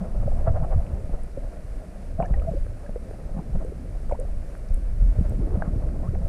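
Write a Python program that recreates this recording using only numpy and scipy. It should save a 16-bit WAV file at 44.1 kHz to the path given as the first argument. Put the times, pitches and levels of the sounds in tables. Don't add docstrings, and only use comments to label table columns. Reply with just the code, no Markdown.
import sys
import numpy as np
from scipy import signal
from scipy.fft import rfft, irfft
from scipy.io import wavfile
from scipy.ndimage import uniform_filter1d

SR = 44100
rng = np.random.default_rng(int(sys.argv[2]) if len(sys.argv) > 2 else 0)


def inscribe(sig):
    pcm = np.round(np.clip(np.atleast_2d(sig).T, -1, 1) * 32767)
    wavfile.write(sys.argv[1], SR, pcm.astype(np.int16))


N = 277210


def undb(db):
    return 10 ** (np.asarray(db) / 20)


def at_rms(x, db):
    return x * undb(db) / np.sqrt(np.mean(x ** 2))


def spectral_gain(spectrum, hz):
    points_hz, db = np.transpose(spectrum)
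    return undb(np.interp(np.log(np.maximum(hz, 1)), np.log(points_hz), db, left=-90))


def wander(rate_hz):
    hold = int(SR / rate_hz)
    steps = np.repeat(rng.standard_normal(N // hold + 1), hold)
    return uniform_filter1d(uniform_filter1d(steps, hold), hold)[:N]


def steady(x, window_s):
    size = int(window_s * SR)
    power = uniform_filter1d(uniform_filter1d(x ** 2, size), size).clip(0)
    return x / (power + 1e-12) ** .48


def add(out, start_s, x):
    i = max(int(start_s * SR), 0)
    out[i:i + len(x)] += x[:N - i]


def damped_sine(hz, rise_s, t60_s, octaves_per_s=0):
    t = np.arange(int((rise_s + t60_s) * SR) + 8) / SR - rise_s
    envelope = np.where(t < 0, np.cos(np.pi / 2 * t / rise_s) ** 2, np.exp(-np.log(1000) * t / t60_s))
    return envelope * np.sin(2 * np.pi * np.cumsum(hz * 2 ** (octaves_per_s * t)) / SR)


# time_s, large_eddies_db, small_eddies_db, shake_db
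CURRENT = [(0.0, -34.5, -39.5, -38.5), (0.51, -18, -41.5, -41.5), (0.63, -23, -36.5, -39),
           (0.77, -18.5, -42.5, -39.5), (0.86, -31, -40.5, -42.5), (1.44, -38.5, -49.5, -47.5),
           (1.99, -42, -47, -49.5), (2.38, -19.5, -42, -42), (2.45, -27.5, -39.5, -44.5),
           (2.59, -26, -45.5, -55), (2.78, -34, -49.5, -50), (3.41, -38.5, -41.5, -45.5),
           (3.45, -37.5, -42.5, -55), (3.55, -24.5, -39.5, -42.5), (3.78, -37, -43, -51.5),
           (4.32, -25.5, -46.5, -53), (4.55, -35.5, -47, -54), (4.78, -26, -47, -45),
           (4.8, -28, -48.5, -60), (5.02, -17, -41.5, -48.5), (5.43, -26.5, -36.5, -43.5),
           (6.29, -25.5, -37.5, -42)]
# centre_s, swell_db, half_length_s
ROLLING_EDDIES = [(0.182, 8.5, 0.075), (0.325, 6, 0.05), (0.789, 11, 0.017), (1.084, 13.5, 0.032),
                  (1.141, 22, 0.015), (1.232, 11.5, 0.028), (1.447, 10, 0.18), (1.751, 15.5, 0.069),
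                  (1.957, 13.5, 0.061), (2.114, 10, 0.058), (2.362, 0, 0.045), (1.3, -14, .025),
                  (1.55, -4, .03), (1.874, -15, .03), (2.008, -11, 0.014), (2.625, 6, 0.042),
                  (2.935, 7.5, 0.049), (3.302, 12.5, 0.073), (3.559, 7.5, 0.031), (3.96, 9.5, 0.027),
                  (4.106, 7.5, 0.056), (4.368, 5, 0.043), (4.75, 16, 0.03), (4.815, -5, .025),
                  (4.885, 4, 0.022), (4.933, 3, .02), (5.087, 5, 0.022), (5.15, -7, 0.035),
                  (5.457, 9, 0.016), (6.246, 4, 0.019)]

def current():
    t = np.arange(N) / SR
    times_s, *columns = np.transpose(CURRENT)
    large_db, small_db, shake_db = (np.interp(t, times_s, column) for column in columns)
    swell_db = sum(db * np.exp(-((t - centre_s) / half_s) ** 2) for centre_s, db, half_s in ROLLING_EDDIES)
    middle_db = large_db + 0.44 * (small_db - large_db) + 2 + 0.15 * swell_db
    return large_db + swell_db, middle_db, small_db, shake_db


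# frequency_hz, density_db
EDDY_SPECTRUM = [(12, -5.5), (28, -4), (60, -4.5), (110, -17), (180, -17.5), (280, -29), (420, -34)]

def eddy_rumble(large_db, middle_db, small_db):
    hz = np.arange(N // 2 + 1) * SR / N
    pressure = rfft(rng.standard_normal(N)) * spectral_gain(EDDY_SPECTRUM, hz)
    gust_db = 2.0 * wander(18)
    by_size = np.zeros((3, N))
    for centre_hz in 12 * 2 ** np.arange(0, 5.6, .5):
        window = np.clip(1 - 2 * np.abs(np.log2(np.maximum(hz, 1) / centre_hz)), 0, 1)
        flicker_db = gust_db + 5.7 * wander(min(centre_hz / 6, 18))
        size = np.searchsorted([40, 100], centre_hz)
        by_size[size] += undb(flicker_db) * irfft(pressure * window, N)
    large = at_rms(steady(by_size[0], 0.105), -1.23) * undb(large_db)
    middle = at_rms(steady(by_size[1], 0.13), -0.22) * undb(middle_db)
    small = at_rms(steady(by_size[2], 0.096), 0.95) * undb(small_db)
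    return large + middle + small


# pitch_hz, bandwidth_hz, gain_db
SHELL_MODES = [(588.5, 226, 24), (637, 78, 10.5), (790, 520, 6.5), (1020, 150, -14.5), (1213, 120, -10),
               (1787, 100, -20), (2300, 230, -30)]

def shell_modes(force, semitones):
    rings = []
    for pitch_hz, bandwidth_hz, gain_db in SHELL_MODES:
        hz = 2 ** (semitones / 12) * pitch_hz
        b, a = signal.iirpeak(hz, hz / bandwidth_hz, fs=SR)
        rings.append(undb(gain_db) * signal.lfilter(b, a, signal.lfilter(b, a, force)))
    return sum(rings[:3]), sum(rings[3:])


def muffled_modes(force, upper_db, semitones):
    muffled = signal.sosfilt(signal.butter(2, 1600, fs=SR, output="sos"), force)
    lower, upper = shell_modes(muffled, semitones)
    return lower + undb(upper_db) * upper


def shell_shake(shake_db):
    force = rng.standard_normal(N) * undb(4.8 * wander(14) + 4.4 * wander(70))
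    ring = muffled_modes(force, upper_db=15.3, semitones=0.1)
    fizz = np.zeros(N)
    for start_s, octaves, size in rng.random((60, 3)) * [N / SR, .7, 1]:
        size_db = min(-3.5 * np.log(1 - size), 5)
        bubble = damped_sine(470 * 2 ** octaves, rise_s=0.0033, t60_s=.035, octaves_per_s=4.2)
        add(fizz, start_s, undb(size_db + 1) * bubble)
    return (at_rms(steady(ring, 0.28), -4.0) + fizz) * undb(shake_db)


def silt(shake_db):
    out = np.zeros(N)
    for start_s, octaves, size_db in rng.random((120, 3)) * [N / SR, 1.5, 6]:
        add(out, start_s, undb(size_db) * damped_sine(4400 * 2 ** octaves, rise_s=0.0003, t60_s=0.0033))
    return out * undb(-35 + .6 * shake_db)


# frequency_hz, density_db
HISS_SPECTRUM = [(200, -2.5), (300, -5.5), (450, -8.5), (600, -5), (900, -19.5), (1500, -19.5), (2400, -25),
                 (3300, -34), (4700, -31.5), (6800, -34.5), (9500, -30.5), (11500, -38), (13500, -44),
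                 (14600, -49), (15300, -58)]

def hiss():
    hz = np.arange(N // 2 + 1) * SR / N
    noise = irfft(rfft(rng.standard_normal(N)) * spectral_gain(HISS_SPECTRUM, hz), N)
    return at_rms(noise, -49.5) * undb(0.81 * wander(9))


# peak_s, level_db, pitch_hz, glide_octaves_per_s, rise_s, t60_s
BUBBLE_RINGS = [(.28, -25, 590, -13, 0.0036, 0.027), (1.376, -25.5, 536, 6.5, 0.0059, 0.038),
                (2.212, -22, 691, 3.5, .005, 0.07), (2.235, -26, 710, 3, .008, 0.054),
                (2.25, -31, 718, -4, 0.012, 0.074), (2.202, -34, 1040, 0.5, .002, 0.048),
                (2.203, -28.5, 394, -3, 0.0037, .025), (2.229, -38, 930, -1, .003, .05),
                (2.226, -38.5, 2310, 7, 0.0011, 0.013), (2.242, -50.5, 2820, 5, 0.00285, 0.018),
                (2.251, -40.5, 1640, 4, 0.003, 0.022), (2.26, -43, 1740, 2, 0.0045, 0.027),
                (2.252, -47, 2270, 1, .002, .015), (2.342, -42, 1940, -8, .002, 0.058),
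                (2.343, -38, 800, 1, 0.0019, 0.062), (2.422, -39.5, 1280, 5, 0.00196, 0.023),
                (2.493, -23, 655, -0.5, 0.032, 0.038), (2.522, -30.5, 573, -11, .008, 0.049),
                (2.54, -25, 477, -4, .008, 0.026), (2.549, -27.5, 320, -4, 0.0072, 0.042),
                (.477, -25, 668, 1, 0.0087, 0.056), (.572, -34, 755, -1, .012, 0.048),
                (.515, -38, 662, -2, 0.015, .07), (.628, -40, 667, 1, .012, 0.04),
                (.648, -32, 780, 4, .005, .025), (.685, -36, 675, 4, 0.015, .05),
                (.79, -38, 678, 1, 0.018, 0.12), (2.295, -48, 642, 0, .02, .08),
                (2.432, -40, 690, -1, 0.015, .06), (2.197, -26, 678, 5, 0.016, 0.02),
                (2.203, -18, 708, 0.5, 0.003, 0.029), (5.623, -25.5, 683, -9.5, 0.0019, 0.076),
                (0.019, -20, 182, -1.5, 0.016, 0.1), (2.574, -30, 555, 3.5, 0.021, 0.045),
                (2.864, -44.5, 1660, -2, .002, 0.035), (2.963, -22.5, 499, 1, 0.0039, 0.029),
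                (2.976, -36, 555, 6, .004, .02), (3.112, -31, 470, 6, 0.0048, 0.018),
                (3.651, -24.5, 490, 7, 0.0053, 0.02), (3.724, -29, 408, 17, 0.0044, 0.032),
                (4.115, -29, 900, -8, 0.0029, 0.03), (4.1246, -16, 552, 14, 0.003, 0.035),
                (4.136, -29, 658, 13, 0.008, 0.025), (4.123, -41, 2220, -2, 0.0012, 0.013),
                (4.151, -37.5, 940, 29, 0.013, 0.034), (4.193, -31.5, 485, 6, 0.0054, 0.05),
                (4.204, -36, 540, 1, 0.0041, .02), (4.214, -31.5, 550, 1, 0.006, 0.07),
                (4.235, -36, 560, 0, 0.012, 0.06), (4.777, -40.5, 520, 2, 0.0059, 0.015),
                (5.188, -28.5, 445, -13, 0.0032, 0.033), (5.623, -27, 1610, -3, 0.0018, 0.024),
                (5.78, -48, 482, -2, 0.0037, 0.042), (6.076, -43, 1180, 22.5, 0.018, 0.07),
                (5.297, -35, 530, 3, .004, .025), (5.34, -34, 484, 3, .005, .03),
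                (6.136, -31.5, 368, 8, 0.0039, 0.073)]

def bubbles():
    out = np.zeros(N)
    for peak_s, level_db, pitch_hz, glide, rise_s, t60_s in BUBBLE_RINGS:
        add(out, peak_s - rise_s, undb(level_db) * damped_sine(pitch_hz, rise_s, t60_s, glide))
    return out * undb(2.5 * wander(90))


# start_s, level_db, pitch_hz
EDDY_THUMPS = [(0.499, -11, 67.4), (0.928, -14.5, 63.2), (1.033, -24.5, 90), (1.645, -28, 85),
               (2.028, -31, 170), (2.307, -9, 41), (2.347, -14.5, 36), (2.379, -15, 37),
               (4.119, -21.5, 68.3), (4.697, -15.5, 55.6), (5.185, -7, 67.5), (5.538, -15.5, 83),
               (5.721, -16, 69.7), (5.759, -15, 90), (5.831, -18, 73), (6.242, -16, 64.6),
               (2.511, -23, 171), (0.774, -11.5, 55), (5.388, -25.5, 257), (5.429, -26.5, 332),
               (5.471, -26, 284), (5.52, -30, 360), (5.555, -27.5, 310), (0.257, -15.5, 106),
               (0.475, -11.5, 101), (0.623, -16, 125), (0.758, -13.5, 107), (1.372, -28, 121),
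               (1.439, -30, 109), (2.19, -18, 150), (2.222, -23, 171), (1.375, -32.5, 263),
               (1.092, -24.5, 160), (2.305, -17.5, 144), (2.482, -22, 141), (2.889, -28.5, 190),
               (3.365, -21.5, 171), (3.389, -21.5, 166), (3.493, -23.5, 115), (3.546, -21, 145),
               (3.696, -32, 177), (5.022, -19.5, 117), (5.185, -11, 98), (5.208, -15, 173),
               (5.305, -20, 122), (5.394, -16.5, 111), (5.571, -17.5, 178), (5.674, -19.5, 175),
               (6.085, -15.5, 118)]

def eddy_thumps():
    out = np.zeros(N)
    for start_s, level_db, pitch_hz in EDDY_THUMPS:
        thump = damped_sine(pitch_hz, rise_s=0.68 / pitch_hz, t60_s=0.043 + 1.65 / pitch_hz)
        add(out, start_s, undb(level_db) * thump)
    return out


# start_s, level_db, shift_semitones
SHELL_KNOCKS = [(0.358, -35, 0), (0.472, -24, 0.5), (0.562, -29, 0), (0.626, -36, 1.5), (0.647, -28.5, 2.5),
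                (0.719, -32, 3.5), (.736, -33, 0.5), (1.138, -28.5, -3.5), (1.369, -40, -1),
                (1.445, -34, -1.5), (2.2008, -13.5, 2.5), (2.226, -22, 3), (2.338, -33, 4),
                (2.418, -31.5, 0), (2.665, -32.5, -2), (2.893, -29, 0.5), (2.959, -28, 0.5),
                (3.109, -42, 4), (3.366, -41, 4), (3.556, -33, 0), (4.095, -33, -2), (4.112, -26.5, 2.5),
                (4.251, -33, 1.5), (5.126, -38, -6), (5.321, -28.5, -0.5), (5.554, -33, 1.5),
                (5.621, -26, 5.5), (5.837, -37, 4.5), (6.155, -29, 2)]

def knocks(contact_s=0.00053, rattle_t60_s=0.086, upper_db=-26):
    out, t = np.zeros(N), np.arange(SR // 4) / SR
    push = 9000 * t * np.exp(-t / contact_s)
    for start_s, level_db, semitones in SHELL_KNOCKS:
        rattle = 0.16 * rng.standard_normal(len(t)) * np.exp(-np.log(1000) * t / rattle_t60_s)
        lower, upper = shell_modes(push + rattle, semitones)
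        ring = lower / np.abs(lower).max() + undb(upper_db) * upper / np.abs(upper).max()
        add(out, start_s, undb(level_db) * ring)
    return out


# centre_s, level_db, upper_modes_db, half_length_s, shift_semitones
WALL_SLOSHES = [(.39, -43, -3, 0.027, 1.5), (.452, -41, 12, 0.0092, 2), (0.479, -26.5, 20.5, 0.016, 1),
                (0.568, -30.5, 11, 0.019, 2), (0.643, -35, 8, 0.012, 3.5), (0.729, -33, 12, 0.018, 1.5),
                (0.808, -42, 3, 0.017, 0.5), (1.377, -51, 1.5, 0.015, .1), (2.233, -35.5, 3, 0.023, 1),
                (3.387, -41, -9, 0.018, 2), (3.556, -38.5, 10, 0.0066, 1), (4.121, -37.5, 10, 0.015, 3),
                (4.152, -45, 12, 0.0097, 2.5), (5.258, -40.5, 3, .012, -1), (5.42, -41, -6, 0.03, -7.5),
                (5.535, -38, 3, 0.035, -5.5), (5.656, -41.5, 28, 0.038, 0.7)]

def sloshes():
    out, t = np.zeros(N), np.arange(SR // 4) / SR - 1 / 8
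    for centre_s, level_db, upper_db, half_s, semitones in WALL_SLOSHES:
        swell = np.exp(-(t / half_s) ** 2)
        slosh = swell * muffled_modes(rng.standard_normal(len(t)), upper_db, semitones)
        add(out, centre_s + t[0], at_rms(slosh, level_db) * np.sqrt(np.mean(swell ** 2)))
    return out


# start_s, level_db, pitch_hz, overtone_trim_db
SAND_TICKS = [(.5182, -51, 5700, -20), (1.2356, -39, 9200, -18), (2.22, -49, 8000, -20),
              (2.258, -45, 6030, -20), (3.649, -43, 8600, -16), (4.095, -49, 7400, -18),
              (4.115, -47, 7600, -16), (4.1996, -32.5, 8850, -17), (4.579, -45, 9690, -14),
              (4.6877, -46, 5700, -20), (4.744, -33, 9200, -4), (4.761, -50, 9400, -18),
              (4.775, -49, 8800, -18), (5.2964, -40.5, 8100, 0)]

def sand_ticks():
    out = np.zeros(N)
    for start_s, level_db, pitch_hz, trim_db in SAND_TICKS:
        add(out, start_s, undb(level_db) * damped_sine(pitch_hz, rise_s=0.00029, t60_s=0.0027))
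        for overtone_hz in (11600, 13900):
            overtone = damped_sine(overtone_hz, rise_s=0.00021, t60_s=.0021)
            add(out, start_s, undb(level_db + trim_db - 4) * overtone)
    return out


# start_s, level_db, pitch_hz
GRIT_SNAPS = [(.602, -38, 1250), (.728, -47, 2000), (.866, -44, 2500), (2.2, -48, 2100),
              (2.2245, -36, 1900), (2.339, -33, 1800), (2.398, -40, 2270), (5.507, -40, 1200),
              (5.572, -48, 2100), (2.6653, -40, 1400), (2.893, -43, 1350), (3.11, -43, 1300),
              (5.187, -42, 1200), (2.9577, -43, 1600), (4.096, -37, 1100), (4.5518, -35.5, 1470),
              (5.1257, -43, 1290), (5.622, -22, 1180), (5.89, -39, 1450), (6.1497, -37, 1810)]

def grit_snaps(decay_cycles=4.5):
    out = np.zeros(N)
    for start_s, level_db, pitch_hz in GRIT_SNAPS:
        snap = damped_sine(pitch_hz, rise_s=0.00088, t60_s=decay_cycles / pitch_hz)
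        add(out, start_s, undb(level_db) * snap)
    return out


def scene():
    large_db, middle_db, small_db, shake_db = current()
    flow = eddy_rumble(large_db, middle_db, small_db) + shell_shake(shake_db) + silt(shake_db)
    return (flow + hiss() + bubbles() + eddy_thumps() + knocks() + sloshes()
            + sand_ticks() + grit_snaps())[None]


def record(dry):
    return signal.sosfilt(signal.ellip(8, .2, 70, 15300, fs=SR, output="sos"), dry)


dry = scene()
out = record(dry)
inscribe(out)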